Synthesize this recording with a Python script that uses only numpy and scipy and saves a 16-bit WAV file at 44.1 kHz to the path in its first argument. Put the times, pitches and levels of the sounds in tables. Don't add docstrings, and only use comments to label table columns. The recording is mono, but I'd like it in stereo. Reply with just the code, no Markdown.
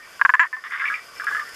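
import sys
import numpy as np
from scipy import signal
from scipy.fft import rfft, irfft, next_fast_len
from scipy.io import wavfile
from scipy.ndimage import map_coordinates

SR = 44100
rng = np.random.default_rng(int(sys.argv[2]) if len(sys.argv) > 2 else 0)


def makeup_ratio(level_db):
    decades = np.asarray(level_db, float) / 20
    return 10 ** decades


def transcribe(signal):
    frames = np.atleast_2d(signal).T
    limited = np.clip(frames, -1, 1)
    pcm = np.round(limited * 32767).astype(np.int16)
    wavfile.write(sys.argv[1], SR, pcm)


N = 68355


def unit(x):
    return x / np.sqrt(np.mean(x ** 2) + 1e-20)


def along(points, hz):
    f, v = np.transpose(points)
    return np.interp(np.log(hz + 1), np.log(f + 1), v)


def wobble(rate):
    return map_coordinates(rng.standard_normal(400), [np.arange(N) * rate / SR % 390])


def filtered(x, response):
    m = next_fast_len(N + SR // 2)
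    return irfft(rfft(x, m) * response(np.fft.rfftfreq(m, 1 / SR)), m)[..., :N]


def band(hz, width):
    return unit(filtered(rng.standard_normal(N), lambda f: np.exp(-((f - hz) / width) ** 2)))


def night_air():
    # frequency in Hz, level in dB per Hz.
    spectrum = [(15, -60), (25, -21.5), (258, -19.5), (417, -13.5), (2080, -13), (2380, -16), (2650, -15),
                (11300, -24.5), (15200, -29)]
    # frequency in Hz, left-right likeness (0-1).
    likeness = [(30, 0.27), (150, 0.15), (500, 0.35), (2000, 0.17), (5000, 0.45), (9000, 0.029)]

    def spread(hz):
        angle = np.arccos(np.clip(along(likeness, hz), -1, 1)) / 2
        return makeup_ratio(along(spectrum, hz)) * [np.cos(angle), np.sin(angle)]

    mid, side = filtered(rng.standard_normal((2, N)), spread)
    return unit(np.array([mid + side, mid - side])) * makeup_ratio(-46.0 + 1.3 * wobble(19.86))


def far_chorus():
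    swell_db = 3
    chorus = np.zeros(N)
    for hz, db in [(1150, -58.5), (1500, -53.5), (1850, -66), (2300, -65.5)]:
        swell = swell_db * (wobble(33.63) + wobble(150))
        chorus += band(hz, 130) * makeup_ratio(db + swell)
    return chorus


def insects():
    # start in seconds, length in seconds, level in dB.
    bouts = [
        (0.62, 0.375, -52),
        (1.143, .45, -50),
    ]
    cricket_hz, strokes_hz, katydid_hz = 5262, 35.7, 4950
    t = np.arange(N) / SR
    strokes = (.5 + .5 * np.sin(2 * np.pi * strokes_hz * t + 0.18 * wobble(2.6))) ** 0.69
    level = sum(makeup_ratio(db) * np.clip(np.minimum(t - s, s + length - t) / 0.018, 0, 1)
                for s, length, db in bouts)
    tone = np.sin(2 * np.pi * cricket_hz * t + 0.75 * wobble(40.07))
    cricket = makeup_ratio(2.4 * wobble(9.47)) * level * strokes * tone
    katydid = makeup_ratio(-56.5 + 0.59 * wobble(60)) * band(katydid_hz, 420)
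    return cricket + katydid


def night():
    # time in seconds, background level in dB.
    gain = [(0.0, -52.5), (0.266, -51.5), (0.393, -57), (0.685, -54), (0.948, -49.5), (1.39, -47.5),
            (1.55, -46.5)]
    s, db = np.transpose(gain)
    return (night_air() + far_chorus() + insects()) * makeup_ratio(np.interp(np.arange(N) / SR, s, db - db.mean()))


def leaves():
    # time in seconds, level in dB, length in seconds.
    ticks = [
        (.395, -50, .0015),
        (.705, -51, .002),
        (1.209, -50, .002),
        (1.245, -41, .0035),
        (1.40, -50, .006),
        (1.493, -43, .002),
        (1.547, -44, .003),
    ]
    t = np.arange(N) / SR
    shape = sum(makeup_ratio(db) * np.exp(-((t - s) / length) ** 2) for s, db, length in ticks)
    tilt = [(300, -26.0), (2500, 14.5), (14000, 3)]  # Hz, dB
    return filtered(shape * rng.standard_normal((2, N)), lambda f: makeup_ratio(along(tilt, f)))


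def bushes(x, t60):
    t = np.arange(SR // 3) / SR
    tail = rng.standard_normal((2, len(t))) * makeup_ratio(-60 * t / t60) * (t > .003)
    return signal.fftconvolve(x[None], tail / np.linalg.norm(tail[0]), axes=1)[:, :N]


def radiated(x):
    return signal.sosfilt(signal.butter(4, 920, "high", fs=SR, output="sos"), x)


def add(out, times, levels_db, modes, rise=.00035):
    at = np.floor(times * SR)[:, None] + np.arange(2048)
    t = np.maximum(at / SR - times[:, None], 0)
    ring = np.zeros(at.shape)
    for k, (hz, db, t60) in enumerate(modes):
        ring += (-1) ** k * makeup_ratio(db - 60 * t / abs(t60)) * np.sin(2 * np.pi * hz * t)
    ring = ring * (1 - np.exp(-(t / rise) ** 2)) * makeup_ratio(levels_db)[:, None]
    out += np.bincount(at.astype(int).ravel(), ring.ravel(), N + SR)[:N]


def neighbour(calls, low, low_db, high_db, t60, fade_db, jitter):
    first_db, uneven_db = 2.5, 1.6
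    stop_db_per_s = 8000
    out, k = np.zeros(N), np.arange(28)
    chance = rng.standard_normal((len(calls), 2, len(k)))
    for (s, length, db, hz, rate_hz), (shift, size) in zip(calls, chance):
        t = (k * round(hz / rate_hz) + jitter * shift * (k > 0)) / hz
        level_db = db - fade_db * t / length - stop_db_per_s * np.maximum(t - length, 0)
        level_db = level_db + np.where(k > 0, uneven_db * size, first_db)
        sac = [(hz * low, low_db, t60), (hz, 0, t60), (hz * 1.222, -14, .012)]
        throat = [(2900, high_db, .008), (3550, high_db, .008)]
        add(out, np.maximum(s + t, 0), level_db, sac + throat, rise=0.00036)
    return radiated(out)


def neighbours():
    # start in seconds, length in seconds, level in dB, sac in Hz, pulse rate in Hz.
    right_calls = [(.458, 0.014, -26.5, 1823, 300), (.676, 0.02, -34.5, 1986, 314.5),
                   (.709, 0.054, -27, 2040, 295), (.720, 0.0058, -30, 1674, 297),
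                   (.736, 0.011, -21.5, 1866, 280), (.748, 0.035, -25, 1575, 170),
                   (.775, 0.017, -27.5, 2170, 200), (.796, 0.032, -22.5, 2127, 260),
                   (.810, 0.006, -24, 1746, 200), (.819, 0.019, -18.5, 1633, 280),
                   (.841, 0.009, -18, 1735, 290), (.900, 0.014, -17.5, 1645, 270),
                   (.917, .02, -21, 1680, 240)]
    left_calls = [(0, 0.065, -40.5, 1836, 297), (.195, 0.026, -25.5, 1503, 200),
                  (.283, 0.0052, -30, 1480, 245), (.312, 0.019, -34.5, 1532, 300),
                  (.365, 0.01, -27.5, 1750, 290), (.381, 0.017, -32, 1790, 300),
                  (1.04, 0.15, -43, 1337, 63), (.567, 0.0039, -30, 1090, 270), (.64, 0.026, -38, 1068, 280),
                  (.701, 0.069, -32.5, 1611, 294), (1.13, 0.047, -69, 1440, 59.6),
                  (1.237, 0.012, -28.5, 1206, 300), (1.25, 0.0085, -34, 1194, 200),
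                  (1.308, 0.015, -26, 1176, 270), (1.395, 0.021, -22, 1750, 267)]
    high_calls = [(.025, 0.084, -45.5, 2320, 338), (.10, 0.08, -49, 2305, 339),
                  (.855, 0.005, -18, 2300, 330), (.864, 0.019, -20.5, 2327, 220),
                  (.878, 0.013, -17, 2254, 250), (.927, .004, -29, 2290, 300),
                  (.941, 0.0056, -18, 2370, 331.4), (.954, 0.017, -22.5, 2291, 300),
                  (1.0, 0.041, -38.5, 2317, 322), (1.16, 0.22, -43, 2344, 331),
                  (1.24, 0.071, -41, 2350, 322)]
    bright_calls = [
        (.639, 0.034, -25.5, 1823, 303.7),
        (.720, 0.069, -25, 1762, 300),
        (.796, 0.081, -27, 1702, 300),
        (.852, 0.051, -24, 1887, 310),
        (.937, 0.059, -29.5, 1944, 310),
        (1.396, 0.027, -25, 1744, 200),
    ]
    smooth_calls = [
        (.5285, 0.027, -22.5, 1772, 256),
        (.566, 0.025, -31, 1797, 270),
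        (.598, 0.0307, -37.5, 1840, 100.7),
    ]
    late_calls = [(1.198, 0.0057, -21.5, 1645, 260), (1.208, 0.0058, -25, 1753, 250),
                  (1.219, 0.0056, -23, 1510, 150), (1.236, 0.018, -31, 1640, 200),
                  (1.268, 0.025, -16.5, 1666, 280), (1.288, 0.016, -21.5, 1660, 210),
                  (1.308, 0.021, -22.5, 1550, 220), (1.348, 0.0079, -16.5, 1666, 240),
                  (1.3545, 0.0074, -23, 1701, 340), (1.367, 0.0044, -18, 1730, 280),
                  (1.374, 0.035, -28.5, 1806, 300), (1.43, 0.086, -32.5, 1800, 140),
                  (1.475, 0.011, -34, 1970, 200)]
    pure_calls = [
        (.922, 0.021, -29, 1266, 320),
        (1.322, 0.015, -24.5, 1690, 340),
        (1.378, .014, -28, 1233, 300),
        (1.41, 0.025, -28.5, 1195, 298),
    ]
    right = neighbour(right_calls, low=.77, low_db=-5, high_db=-22, t60=.021, fade_db=5, jitter=.18)
    left = neighbour(left_calls, low=.7, low_db=-10, high_db=-20, t60=.026, fade_db=5, jitter=.13)
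    high = neighbour(high_calls, low=.83, low_db=-7, high_db=-24, t60=.021, fade_db=5, jitter=.17)
    bright = neighbour(bright_calls, low=.646, low_db=-4.5, high_db=-12, t60=.016, fade_db=3, jitter=.41)
    smooth = neighbour(smooth_calls, low=.59, low_db=-10, high_db=-32, t60=.028, fade_db=6, jitter=.08)
    late = neighbour(late_calls, low=.77, low_db=-5, high_db=-21, t60=.023, fade_db=4, jitter=.15)
    pure = neighbour(pure_calls, low=.8, low_db=-24, high_db=-32, t60=.03, fade_db=3, jitter=.05)
    frogs = np.array([right, left, high, bright, smooth, late, pure])
    pan_db = np.array([-3.5, 1.5, -1.6, 1.7, -1.5, -1.5, -0.2])
    echo_db = -11
    return makeup_ratio([pan_db, -pan_db]) @ frogs + makeup_ratio(echo_db) * bushes(frogs.sum(0), t60=.14)


def near_voice(tune, damp, climb):
    # frequency in Hz, level in dB, t60 in seconds.
    sac_modes = [(1048, -8, .026), (1728, -1.5, 0.017), (2640, -35, 0.014), (3270, -27.5, 0.0082),
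                 (3940, -21.5, 0.0027)]
    # frequency in Hz, level in dB, t60 in seconds.
    snap_modes = [(5150, -23, 0.002), (6650, -37, .003), (7050, -28, 0.005), (7500, -36, .003),
                  (11000, -37.5, 0.0026)]
    sac = [(f * tune ** min(k, 1), g, d / damp) for k, (f, g, d) in enumerate(sac_modes)]
    return sac, [(f * climb, g, d) for f, g, d in snap_modes]


def croaks(out):
    # start in seconds, first pulse in dB, pulse rate in Hz, sac tuning ratio.
    calls = [
        (.2139, 1.5, 234.6, 0.95),
        (.2503, 2.03, 229, 0.94),
        (0.2929, 0, 250.3, 0.97),
        (.3380, 0.5, 251.4, 0.99),
    ]
    pulses = [2, 3, 3, 4]
    # snap tuning ratio, snap gain in dB.
    effort = [(.89, -5), (.97, -3), (1.005, 0), (1.025, 0)]
    first_db, fade_db = 2.5, 0.5
    shy_db = 9
    for (s, db, rate_hz, tune), count, (climb, snap_db) in zip(calls, pulses, effort):
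        k = np.arange(count)
        times = s + k * (1 + .0006 * k ** 5) / rate_hz
        level_db = db - first_db * (k > 0) - fade_db * k
        sac, snap = near_voice(tune, 0.99, climb)
        add(out, times, level_db, sac)
        add(out, times, level_db + snap_db - shy_db * (k == 0), snap)
    return [c[0] for c in calls]


def long_note(out):
    # time in seconds, pulse rate in Hz, level in dB, lowest mode's gain in dB.
    glide = [
        (0.3947, 290, 2, -7),
        (0.398, 325, 1, -9),
        (0.412, 337.2, -4.5, -6),
        (0.42, 351.5, -11.5, 1),
        (0.433, 326.4, -6, -7),
        (0.443, 288, -14, 5),
        (0.446, 242, -16, -8.5),
        (0.4538, 227, -18, 15.5),
    ]
    snap_db, shy_db = -5, 9
    s, rate_hz, db, low_db = np.transpose(glide)
    t = np.linspace(s[0], s[-1], 2000)
    cycles = np.cumsum(np.interp(t, s, rate_hz)) * (t[1] - t[0])
    times = np.interp(np.arange(int(cycles[-1]) + 1), cycles, t)
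    level_db = np.interp(times, s, db) + .6 * rng.standard_normal(40)[:len(times)]
    sac, snap = near_voice(1.015, 1.08, 1.01)
    add(out, times, level_db + np.interp(times, s, low_db), sac[:1])
    add(out, times, level_db, [(1, -200, 1)] + sac[1:])
    uneven_db = 4 * rng.standard_normal(40)[:len(times)]
    add(out, times, level_db + snap_db + uneven_db - shy_db * (times == times[0]), snap)
    return s[0]


def near_frog():
    # frequency in Hz, level in dB, t60 in seconds.
    pop_modes = [(300, -36.5, 0.0054), (550, -34.5, 0.011)]
    puff_db, puff_s = -48, 0.0013
    out, pop = np.zeros(N), np.zeros(N)
    starts = np.array(croaks(out) + [long_note(out)])
    add(pop, starts, 0 * starts, pop_modes)
    u = np.maximum(np.arange(N) / SR - starts[:, None], 0) / puff_s
    puff = makeup_ratio(puff_db) * (u * np.exp(-u)).sum(0)
    return puff + pop - radiated(out)


def scene():
    near = near_frog()
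    near_echo_db = -19
    direct = near * makeup_ratio([[.2], [-.2]])
    echoes = makeup_ratio(near_echo_db) * bushes(near, t60=.06)
    return direct + echoes + neighbours() + night() + leaves()


def top_cut(x):
    return signal.sosfilt(signal.butter(12, 15310, fs=SR, output="sos"), x)


def record(dry):
    # frequency in Hz, width in Hz, depth (0-1).
    notches = [(825, 110, 0.33), (3940, 400, 0.61), (8140, 230, 0.43)]
    top_hz, roll_hz = 14800, 14500

    def colour(f):
        response = (f < top_hz) / (1 + (f / roll_hz) ** 24)
        for hz, width, depth in notches:
            response = response * (1 - np.clip(depth, 0, 1) * np.exp(-((f - hz) / width) ** 2))
        return response

    return top_cut(np.clip(filtered(dry, colour), -1, 1))


dry = scene()
out = record(dry)
transcribe(out)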